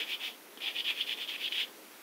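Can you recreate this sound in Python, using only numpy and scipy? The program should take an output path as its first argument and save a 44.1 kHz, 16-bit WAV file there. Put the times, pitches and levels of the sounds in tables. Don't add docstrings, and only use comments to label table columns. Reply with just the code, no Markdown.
import sys
import numpy as np
from scipy import signal
from scipy.fft import rfft, irfft, next_fast_len
from scipy.io import wavfile
from scipy.ndimage import uniform_filter1d, map_coordinates

SR = 44100
rng = np.random.default_rng(int(sys.argv[2]) if len(sys.argv) > 2 else 0)


def waveform_to_disk(signal):
    frames = np.transpose(np.atleast_2d(signal))
    scaled = np.clip(frames, -1, 1) * 32767
    samples = np.round(scaled).astype(np.int16)
    wavfile.write(sys.argv[1], SR, samples)


def voltage_ratio(level):
    return 10 ** (np.asarray(level, float) / 20)


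N = 89126

# (centre [Hz], width [Hz], relative level [dB])
NAIL_MODES = [(2938, 253, 1), (3320, 261, 3), (3585, 262, -0.5), (4160, 950, -15.5), (4950, 210, -16)]
# (centre [Hz], width [Hz], relative level [dB])
BLOCK_MODES = [(760, 210, -26), (1880, 362, -9.5), (2395, 490, 1), (2603, 442, 2)]


def unit(x):
    return x / np.sqrt(np.mean(x ** 2) + 1e-20)


def along(points, hz):
    f, v = np.transpose(points)
    return np.interp(np.log(hz + 1), np.log(f + 1), v)


def wobble(rate):
    knots = rng.standard_normal(N // 20)
    return map_coordinates(knots, [np.arange(N) * rate / SR])


def filtered(x, response):
    m = next_fast_len(N + SR // 2)
    spectrum = rfft(x, m) * response(np.fft.rfftfreq(m, 1 / SR))
    return irfft(spectrum, m)[..., :N]


def modes(table):
    def response(f):
        h = 0
        for k, (centre, width, db) in enumerate(table):
            resonance = 1j * f * width / (centre * centre - f * f + 1j * f * width)
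            h = h + (-1) ** k * voltage_ratio(db) * resonance
        return h / np.sqrt(np.mean(abs(h) ** 2))
    return response


def grit():
    slips_per_s, slip_spread_db = 12000, 0.8
    clump_db, clumps_per_s = 0.5, 280
    happens = rng.random(N) < slips_per_s / SR
    size = rng.standard_normal(N) * voltage_ratio(slip_spread_db * rng.exponential(size=N))
    return unit(happens * size * voltage_ratio(clump_db * wobble(clumps_per_s)))


def rubbing():
    # (time [s], rubbing strength [dB],
    # block ring before its trim, over the nail [dB], dust hiss before its trim, over the nail [dB])
    stretches = [
        [(0.0, -35, -2, 1), (0.028, -36.5, -6, -1), (0.056, -53, -2, 10), (0.106, -38, -1, 6.5),
         (0.148, -37, -8, 1.5), (0.184, -60, -4, 0), (0.208, -44, -1.5, 6), (0.242, -36.5, -6, 3.5),
         (0.276, -40.5, -1.5, 10.5), (0.36, -61, -25, 3)],
        [(0.574, -49, -6, 0), (0.596, -65, -9, 11), (0.606, -48.5, 1, 0), (0.628, -37, -10.5, 2.5),
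         (0.686, -35, -4, -4), (0.738, -56.5, 0.5, 11), (0.76, -37.5, -4, 1), (0.806, -32.5, -13, -2.5),
         (0.836, -60, -16, 7), (0.84, -54, -11, 0)],
        [(0.84, -53, -19, 3), (0.846, -36, -12.5, 1), (0.908, -33.5, 0.5, -2), (0.94, -53, -0.5, 11),
         (0.984, -41.5, -1, 5), (1.012, -31.5, -10.5, -4), (1.058, -54, -14, 11), (1.074, -38.5, -3.5, 5),
         (1.134, -36, -3.5, -1.5), (1.166, -57, -14, 5), (1.174, -49, 1.5, 10), (1.226, -35.5, -8.5, 1),
         (1.27, -53.5, -12, 5)],
        [(1.27, -56, -9.5, -2), (1.278, -46, -12, 8), (1.294, -35.5, -7.5, 4), (1.32, -40.5, -4.5, 3),
         (1.362, -40.5, 0, -6), (1.37, -52, -15, -5), (1.406, -44, -1, 9), (1.462, -32, -16, -1),
         (1.47, -36, -11, -9), (1.48, -35, -7, -7), (1.504, -55.5, -27, 12), (1.524, -33.5, -6, -2),
         (1.536, -40, -5, 5.5), (1.608, -30.5, -4, -3), (1.642, -38.5, -12, -1), (1.652, -53.5, -18, -6),
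         (1.7, -59, -12, 0)],
    ]
    # (frequency [Hz], relative density [dB])
    dust_spectrum = [(300, -50), (800, -8), (1500, -14.5), (4500, 0), (6000, -7.5), (8000, -19.5),
                     (11000, -10.5), (14000, -11), (16000, -4.5)]
    block_trim_db, dust_trim_db = 1, -15
    t, out = np.arange(N) / SR, np.zeros(N)
    for rows in stretches:
        s, *cols = np.transpose(rows)
        strength_db, dull_db, dust_db = (np.interp(t, s, c) for c in cols)
        force = voltage_ratio(strength_db) * (t >= s[0]) * (t < s[-1])
        nail = filtered(force * grit(), modes(NAIL_MODES))
        block = filtered(force * voltage_ratio(dull_db + block_trim_db) * grit(), modes(BLOCK_MODES))
        hiss = unit(filtered(rng.standard_normal(N), lambda hz: voltage_ratio(along(dust_spectrum, hz))))
        out += nail + block + force * voltage_ratio(dust_db + dust_trim_db) * hiss
    return out


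def catches():
    # (time [s], blow level before the trim [dB])
    hard_slips = [(0.0174, -25), (0.0274, -23), (0.0745, -25), (0.1284, -24), (0.5736, -25), (0.609, -36),
                  (0.6594, -17), (0.7493, -24), (0.8054, -13.5), (0.843, -24), (0.9054, -12.5),
                  (0.9567, -32), (1.0001, -20), (1.0086, -16), (1.07, -29), (1.0938, -12.5), (1.1064, -27),
                  (1.173, -32), (1.2208, -21), (1.2759, -18.5), (1.2909, -37), (1.3034, -22), (1.3843, -28),
                  (1.4311, -20), (1.4586, -32), (1.4784, -14), (1.5124, -23), (1.5229, -11.5)]
    trim_db, block_db = 1, -9
    tick_s, tick_width_s, tick_db = 0.5738, 0.00005, -35
    thud_s, thud_db, thud_hz = 0.577, -45, 426
    thud_t60, thud_attack_s = 0.024, 0.00099
    blows = np.zeros(N)
    for s, db in hard_slips:
        blows[round(s * SR)] = voltage_ratio(db + trim_db)
    nail = filtered(blows, modes(NAIL_MODES))
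    block = voltage_ratio(block_db) * filtered(blows, modes(BLOCK_MODES))
    t = np.arange(N) / SR
    tick = voltage_ratio(tick_db) * np.exp(-((t - tick_s) / tick_width_s) ** 2)
    since = np.maximum(t - thud_s, 0)
    thud = voltage_ratio(thud_db - 60 * since / thud_t60) * np.sin(2 * np.pi * thud_hz * since)
    thud *= 1 - np.exp(-since / thud_attack_s)
    return nail + block + thud + tick


def hollow():
    # (middle [s], half length [s], level [dB])
    presses = [(0.284, 0.017, -54.5), (0.668, 0.033, -54), (.9, .03, -62), (1.58, 0.037, -62)]
    # (centre [Hz], width [Hz], relative level [dB])
    hollow_mode = [(777, 105, 0)]
    t = np.arange(N) / SR
    press = sum(voltage_ratio(db) * np.exp(-((t - s) / half) ** 2) for s, half, db in presses)
    return filtered(press * grit(), modes(hollow_mode))


def room(x):
    # (frequency [Hz], t60 [s])
    decay = [(500, 0.9), (3000, 0.14), (10000, 0.45)]
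    out = np.zeros(N)
    for start in range(0, N, SR // 8):
        hz, t, z = signal.stft(rng.standard_normal(SR // 2), SR, nperseg=256)
        fade = voltage_ratio(-60 * t / along(decay, hz)[:, None])
        tail = signal.istft(z * fade, SR, nperseg=256)[1]
        tail = tail / np.linalg.norm(tail)
        wet = signal.fftconvolve(x[start:start + SR // 8], tail)[:N - start]
        out[start:start + len(wet)] += wet
    return out


def room_tone():
    # (frequency [Hz], relative density [dB])
    air_spectrum = [(40, -22), (90, -18), (140, -15.5), (220, -3.5), (300, 0), (450, -1.5), (800, -8),
                    (1300, -8.5), (2200, -9.5), (3500, -13), (5500, -15.5), (7800, -20), (10000, -17.5),
                    (14000, -15), (15900, -20)]
    # (time [s], level before the trim [dB])
    air_course = [(0.0, -56.5), (0.5, -58), (0.68, -56.5), (2.02, -56.5)]
    trim_db, patch_db = 5.5, 1.0
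    z = signal.stft(rng.standard_normal(N), nperseg=512)[2]
    patches = uniform_filter1d(rng.standard_normal(z.shape), 8, 0)
    patches = unit(uniform_filter1d(patches, 20, 1))
    noise = signal.istft(z * voltage_ratio(patch_db * patches), nperseg=512)[1][:N]
    level_db = np.interp(np.arange(N) / SR, *np.transpose(air_course))
    tone = unit(filtered(noise, lambda hz: voltage_ratio(along(air_spectrum, hz))))
    return voltage_ratio(level_db + trim_db) * tone


def scene():
    echo_db = -8.5
    near = rubbing() + catches() + hollow()
    return (near + voltage_ratio(echo_db) * room(near) + room_tone())[None]


def top_cut(x):
    return signal.sosfilt(signal.butter(12, 15990, fs=SR, output="sos"), x)


def record(dry):
    low_cut_hz, top_hz = 150, 15740
    mic = filtered(dry, lambda hz: (hz < top_hz) * (1j * hz / (low_cut_hz + 1j * hz)) ** 2)
    return top_cut(mic)


dry = scene()
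out = record(dry)
waveform_to_disk(out)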